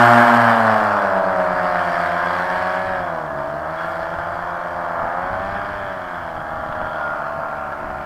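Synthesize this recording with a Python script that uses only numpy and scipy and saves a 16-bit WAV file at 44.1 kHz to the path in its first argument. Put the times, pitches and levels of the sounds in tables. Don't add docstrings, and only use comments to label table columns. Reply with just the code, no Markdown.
import sys
import numpy as np
from scipy import signal
from scipy.fft import rfft, irfft, next_fast_len
from scipy.io import wavfile
from scipy.ndimage import uniform_filter1d

SR = 44100
rng = np.random.default_rng(int(sys.argv[2]) if len(sys.argv) > 2 else 0)


def master_out(mix):
    frames = np.transpose(np.atleast_2d(mix))
    ceiling = np.clip(frames, -1, 1)
    pcm = np.round(ceiling * 32767).astype(np.int16)
    wavfile.write(sys.argv[1], SR, pcm)


def decibels_to_gain(level_db):
    exponent = np.asarray(level_db, float) / 20
    return 10 ** exponent


N = 355005
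STEP = 128
COOL_S = 0.83


def evened(x):
    return x / np.sqrt(np.mean(x ** 2) + 1e-20)


def read(points, hz):
    f, value = np.transpose(points)
    return np.interp(np.log(hz + 1), np.log(f + 1), value)


def columns(rows, t):
    s, *values = np.transpose(rows)
    return [np.interp(t, s, v) for v in values]


def control_times():
    return np.arange(N // STEP + 2) * STEP / SR


def swell(t, s, half_s):
    return np.exp(-np.square(np.square((t - s) / half_s)))


def rise(t, s, width_s):
    return 1 / (1 + np.exp((s - t) / width_s))


def wander(rate_hz, count):
    width = max(int(SR / STEP / rate_hz), 1)
    x = rng.standard_normal((count, N // STEP + 2))
    return evened(uniform_filter1d(uniform_filter1d(x, width), width))


def noise(points, patchy_db):
    hz = np.fft.rfftfreq(1024, 1 / SR)
    a, b, patches = rng.standard_normal((N // 256 + 5, 513, 3)).T
    patches = evened(uniform_filter1d(uniform_filter1d(patches, 9, 0), 14, 1))
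    z = (a + 1j * b) * decibels_to_gain(read(points, hz)[:, None] + patchy_db * patches)
    return evened(signal.istft(z, nperseg=1024, noverlap=768)[1][:N])


def band(x, lo_hz, hi_hz):
    size = next_fast_len(N)
    hz = np.fft.rfftfreq(size, 1 / SR) + 1
    gain = 1 / (1 + (lo_hz / hz) ** 12) / (1 + (hz / hi_hz) ** 12)
    part = irfft(rfft(x, size) * gain, size)[:N]
    return part / np.sqrt(uniform_filter1d(part ** 2, SR // 3, mode="reflect") + 1e-20)


def stack(turns, size, lag, orders, fade_db, drift):
    fades, drifts = wander(7.8, len(orders)), wander(9.0, len(orders))
    out, at = np.zeros(N), np.arange(N) / STEP
    first = np.exp(2j * np.pi * turns)
    wave = first ** orders[0]
    for k, fade, slip in zip(orders, fades, drifts):
        phase = drift * k * slip - 2 * np.pi * lag(k)
        slow = size(k) * decibels_to_gain(fade_db * fade) * np.exp(1j * phase)
        out += (np.interp(at, np.arange(len(slow)), slow) * wave).real
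        wave = wave * first
    return out


# (time [s], firing rate [Hz])
THROTTLE = [(0, 117.77), (.38, 116.38), (1.12, 94.48), (1.37, 89.85), (2.06, 84.53), (2.9, 91.25),
            (3.39, 69.56), (3.78, 81.48), (4.11, 81.92), (4.4, 85.24), (4.74, 85.02), (5.04, 82.17),
            (5.46, 94.73), (5.72, 98.39), (6.39, 77.39), (6.9, 77.74), (7.06, 74.16), (8.05, 71.46)]
INERTIA_S = .125
GEAR, BLADE_LAG_S, CREEP_HZ_PER_S = 1.04567, .0146, .0078
SLIP_HZ, GRIP_AT_S, GRIP_S = 3.21, .521, .2


def speeds(t):
    width = round(INERTIA_S / (t[1] - t[0]))
    fire_hz = columns(THROTTLE, t)[0]
    for _ in range(2):
        fire_hz = uniform_filter1d(fire_hz, width, mode="nearest")
    slip_hz = SLIP_HZ * rise(-t, -GRIP_AT_S, GRIP_S) + CREEP_HZ_PER_S * t
    return GEAR * fire_hz - BLADE_LAG_S * np.gradient(fire_hz, t) - slip_hz, fire_hz


def shafts():
    t = control_times()
    blade_hz, fire_hz = (np.interp(np.arange(N) / SR, t, hz) for hz in speeds(t))
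    return np.cumsum(blade_hz) / SR + .84, np.cumsum(fire_hz) / SR + .29


# (time [s], level [dB], clear line of sight to the engine [dB], pipe mouth facing the listener [dB])
FLIGHT = [(0, -9.5, 4, 10), (.35, -12, 4, -1), (1, -17, 0, -14), (1.25, -17, -3.5, -18),
          (1.9, -19.5, 4.5, 1), (2.75, -21, 5, -41), (3.3, -24.5, -3, -3), (3.65, -24.5, -2.5, -6),
          (3.8, -24.5, 2.5, 9), (4.15, -24.5, 0.5, 15.5), (4.68, -25, -0.5, -5), (5.05, -21.5, -3, -25),
          (5.6, -25, 3.5, -13), (6.1, -28.5, 4, -19), (6.5, -26.5, -1, 12), (7, -23.5, -1, 24),
          (7.4, -24.5, -5, 20), (8.05, -28, -2, 17.5)]


def flight(t):
    return columns(FLIGHT, t)


def eddies(t):
    return 1 - 0.4 * swell(t, 0, COOL_S)


def blade_lag(k):
    return 0.27 * (k % 2) + 0.01121 * (k - 2) ** 2 if k > 1 else -.15


# (frequency [Hz], level [dB])
BLADES = [(300, -49), (455, -20), (510, -13.5), (555, -8), (720, -5.5), (900, -11), (1200, -10),
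          (1650, -13.5), (2100, -20.5), (2700, -38), (3100, -31.5), (3600, -38)]
BLADE_DB, MOUTH_MASKS = -2, 0.11


def blade_tones(turns):
    t = control_times()
    blade_hz = speeds(t)[0]
    blade_db = BLADE_DB - MOUTH_MASKS * flight(t)[2]
    odd_db = np.interp(t, [0, 1, 2.5, 6, 7], [4.5, -4, -6.0, -2.5, -7])
    stretch = 0.97 + 0.014 * t

    def size(k):
        return decibels_to_gain(read(BLADES, k * blade_hz / stretch) + blade_db + odd_db * (k % 2))

    return stack(turns, size, blade_lag, range(5, 28), 2.0 * eddies(t), 0.041 * eddies(t))


def fire_lag(k):
    return 0.01638 * (k - 2) ** 2


# (frequency [Hz], level [dB])
EXHAUST = [(300, 7.5), (450, -35), (560, -21.5), (700, -32), (850, -10.5), (1200, -11.5), (1700, -26),
           (2100, -55), (2700, -47), (3100, -55), (3600, -45)]
# (frequency [Hz], width [Hz], level [dB])
PIPE = [
    (647, 64, 4),
    (1406.4, 80, -13.5),
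]
FIRE_DB, HOT_FIRE_DB, FIRE_LOSS_DB_PER_S = -2.5, 3, 1.01
HOT_TUNE = 0.16
SAG_TUNE, SAG_AT_S, SAG_S = 0.061, 1.14, 0.3


def exhaust_tones(turns):
    t = control_times()
    fire_hz, mouth_db = speeds(t)[1], flight(t)[2]
    hot = swell(t, 0, COOL_S)
    fire_db = FIRE_DB + HOT_FIRE_DB * hot - FIRE_LOSS_DB_PER_S * t
    tune = 1 + HOT_TUNE * hot - SAG_TUNE * swell(t, SAG_AT_S, SAG_S)

    def size(k):
        ring = 0
        for n, (hz, width_hz, db) in enumerate(PIPE):
            detune = 2 * (k * fire_hz - hz * tune ** (1 - n)) / width_hz
            ring = ring + decibels_to_gain(db + n * mouth_db) / (1 + detune ** 2)
        return (decibels_to_gain(read(EXHAUST, k * fire_hz)) + ring) * decibels_to_gain(fire_db)

    return stack(turns, size, fire_lag, range(5, 28), 2.75 * eddies(t), 0.042 * eddies(t))


def puff_train(blade_turns, fire_turns):
    puffs = np.zeros(N)
    for turns in (2 * blade_turns, fire_turns):
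        strength = decibels_to_gain(2.2 * rng.standard_normal(1800))
        puffs += np.exp(-(turns % 1) / 0.4) * strength[turns.astype(int)]
    return uniform_filter1d(puffs, 40)


# (frequency [Hz], density [dB per Hz])
RUSH = [(30, -36), (60, -46), (120, -26), (250, -21), (420, -21), (560, -11.5), (700, -4.5), (1000, -6.5),
        (1300, -3.5), (1650, -2), (1950, -11.5), (2300, -16.5), (2800, -46.5)]


def air_rush(puffs):
    return decibels_to_gain(-4.5) * noise(RUSH, 1.2) * evened(.4 + puffs)


# (time [s], half length [s], intake gain [dB], fizz gain [dB])
FACING = [
    (2.65, 0.46, 3.5, 2),
    (3.9, .15, -6, 10),
]


def facing(t):
    bells = [(swell(t, s, half_s), intake_db, fizz_db) for s, half_s, intake_db, fizz_db in FACING]
    return sum(b * db for b, db, _ in bells), sum(b * db for b, _, db in bells)


# (frequency [Hz], density [dB per Hz])
WHISTLE = [(2600, -37), (2950, -8.5), (3200, -4), (3340, -5), (3480, -9), (3650, -50)]
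INTAKE_DB, INTAKE_GAIN_DB_PER_S, INTAKE_SHUT_S = -22.5, 3.5, 7.16


def intake():
    t = np.arange(N) / SR
    shut_db = -16 * rise(t, INTAKE_SHUT_S, 0.1)
    level_db = INTAKE_DB + INTAKE_GAIN_DB_PER_S * t + 0.59 * flight(t)[1] + shut_db + facing(t)[0]
    return decibels_to_gain(level_db) * noise(WHISTLE, 1.4)


# (frequency [Hz], density [dB per Hz])
RASP = [(1800, -16), (2300, -7.5), (2750, -3), (3050, -4), (3350, -4.5), (3650, -11.5), (3900, -11),
        (4300, -8.5), (4800, -9), (5200, -13.5), (5550, -15), (6000, -23.5), (6600, -41)]


def engine_rasp(puffs):
    return decibels_to_gain(-25.5) * (noise(RASP, 1.7) + intake()) * evened(0.5 + puffs)


# (frequency [Hz], density [dB per Hz])
FIZZ = [(5200, -32), (6200, -2), (6700, 1), (7400, 4), (7900, 0.5), (8600, 8), (9750, -18), (10500, 4.5),
        (11200, -4.5), (12300, 3), (13300, 1), (14500, -14), (15500, -26), (17000, -48)]


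def tip_fizz(puffs):
    return noise(FIZZ, 1.5) * evened(.6 + puffs)


def paramotor():
    blade_turns, fire_turns = shafts()
    tones = blade_tones(blade_turns) + exhaust_tones(fire_turns)
    puffs = puff_train(blade_turns, fire_turns)
    tones = tones * evened(5.5 + puffs)
    return tones + air_rush(puffs), engine_rasp(puffs), tip_fizz(puffs)


# (time [s], half length [s], level against the rasp [dB])
SQUEALS = [
    (2.3, .07, -12),
    (3.07, .07, -14),
    (3.82, .05, -4),
    (3.9, .05, -10),
]
SQUEAL_HZ, SQUEAL_WIDTH_HZ = 3330, 50


def squeal():
    t = np.arange(N) / SR
    r = np.exp(-np.pi * SQUEAL_WIDTH_HZ / SR)
    rough = signal.lfilter([1], [1, -2 * r, r * r], rng.standard_normal((2, N)))
    angle = 2 * np.pi * SQUEAL_HZ * t
    tone = evened(rough[0] * np.cos(angle) + rough[1] * np.sin(angle))
    return sum(decibels_to_gain(db) * swell(t, s, half_s) for s, half_s, db in SQUEALS) * tone


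TREBLE_DB, FIZZ_DB, BROW_DB = -22, -38, -11
FIZZ_SIGHT, BROW_SIGHT = 1.1, 0.88
AIR_DB_PER_S = 3
DULL_DB, DULL_AT_S = 1, 7.55


def path(body, rasp, fizz):
    t = np.arange(N) / SR
    level_db, sight_db, _ = flight(t)
    fizz_db = FIZZ_DB + FIZZ_SIGHT * sight_db - AIR_DB_PER_S * t + facing(t)[1]
    parts = band(body, 45, 1400)
    parts += decibels_to_gain(BROW_DB + BROW_SIGHT * sight_db) * band(body, 1760, 1568)
    parts += decibels_to_gain(TREBLE_DB + sight_db) * (band(body + rasp, 2196, 10100) + squeal())
    parts += decibels_to_gain(TREBLE_DB + DULL_DB) * rise(t, DULL_AT_S, .35) * band(rasp, 1960, 2280)
    parts += decibels_to_gain(fizz_db) * fizz
    return decibels_to_gain(level_db - 1.18) * parts


DOUBLED_S = 0.75


def receding(rows, t):
    return [db - loss_db * np.log2(1 + t / DOUBLED_S) + echo_db * swell(t, s, half_s)
            for db, loss_db, s, half_s, echo_db in rows]


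# (starting peak [dB], loss per doubling of distance [dB], ground echo time [s],
# half length [s], echo gain [dB])
BLADE_HUM = [
    (-39.5, 2.5, 0.15, 0.77, 14.5),
    (-20.5, 9, 0.46, 0.41, 7),
    (-24, 11, 0.58, 0.21, -15),
]
FIRE_HUM = [
    (-23, 6.3, 0.74, .3, -18),
    (-42, 0.64, 4.17, 0.44, -24),
]


def hum():
    t = control_times()
    blade1, blade2, blade3 = receding(BLADE_HUM, t)
    fire2, fire3 = receding(FIRE_HUM, t)
    far_db = np.interp(t, [0, 1, 2.5, 8], [-20.0, -6.0, -1.0, 2])
    blade_db = [blade1, blade2, blade3, blade2 + far_db]
    fire_db = [blade1 - np.clip(13.0 * t, 0, 5.0), fire2, fire3, fire2 + far_db - 3.5]
    blade_turns, fire_turns = shafts()
    blades = stack(blade_turns, lambda k: decibels_to_gain(blade_db[k - 1]), blade_lag, range(1, 5), 0.3, 0.056)
    return blades + stack(fire_turns, lambda k: decibels_to_gain(fire_db[k - 1]), fire_lag, range(1, 5), 0.2, 0.058)


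# (time [s], half length [s], level above the breeze [dB])
GUSTS = [(1.6, .15, 4.5), (2.9, 0.15, 4), (4.3, 0.15, 3), (5.052, 0.031, 8), (5.492, 0.33, 10),
         (5.92, .12, 3.5), (6.47, 0.079, -1), (6.64, 0.34, 7.5), (6.84, .025, 7.5), (7.306, 0.12, -1),
         (7.87, 0.13, 8)]
# (frequency [Hz], density [dB per Hz])
WIND = [(15, -2), (30, -16.5), (60, 2.5), (120, -8), (200, -7), (300, -15), (600, -41), (1500, -110)]
BREEZE_DB, LULL_DB, LULL_S = -52.5, -12, 0.3


def wind():
    t = np.arange(N) / SR
    gust_db = BREEZE_DB + LULL_DB * swell(t, LULL_S, 0.28)
    gust_db += sum(db * swell(t, s, half_s) for s, half_s, db in GUSTS)
    lumps = np.interp(np.arange(N) / STEP, np.arange(N // STEP + 2), wander(25.0, count=1)[0])
    return decibels_to_gain(gust_db + 6.0 + 2.1 * lumps) * noise(WIND, 1.3)


def scene():
    return (path(*paramotor()) + hum() + wind())[None]


# (frequency [Hz], density [dB per Hz])
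HISS = [(1500, -4), (3000, 3), (6000, 5.5), (9000, 2), (14300, 1.5), (15500, -3), (16500, -11),
        (18000, -28)]
HISS_DB = -61.5


def preamplifier(dry):
    return np.clip(dry + decibels_to_gain(HISS_DB) * noise(HISS, .3), -1, 1)


def band_limit(x):
    return signal.sosfilt(signal.butter(12, 16500, fs=SR, output="sos"), x)


def record(dry):
    mix = preamplifier(dry)
    return band_limit(mix)


dry = scene()
out = record(dry)
master_out(out)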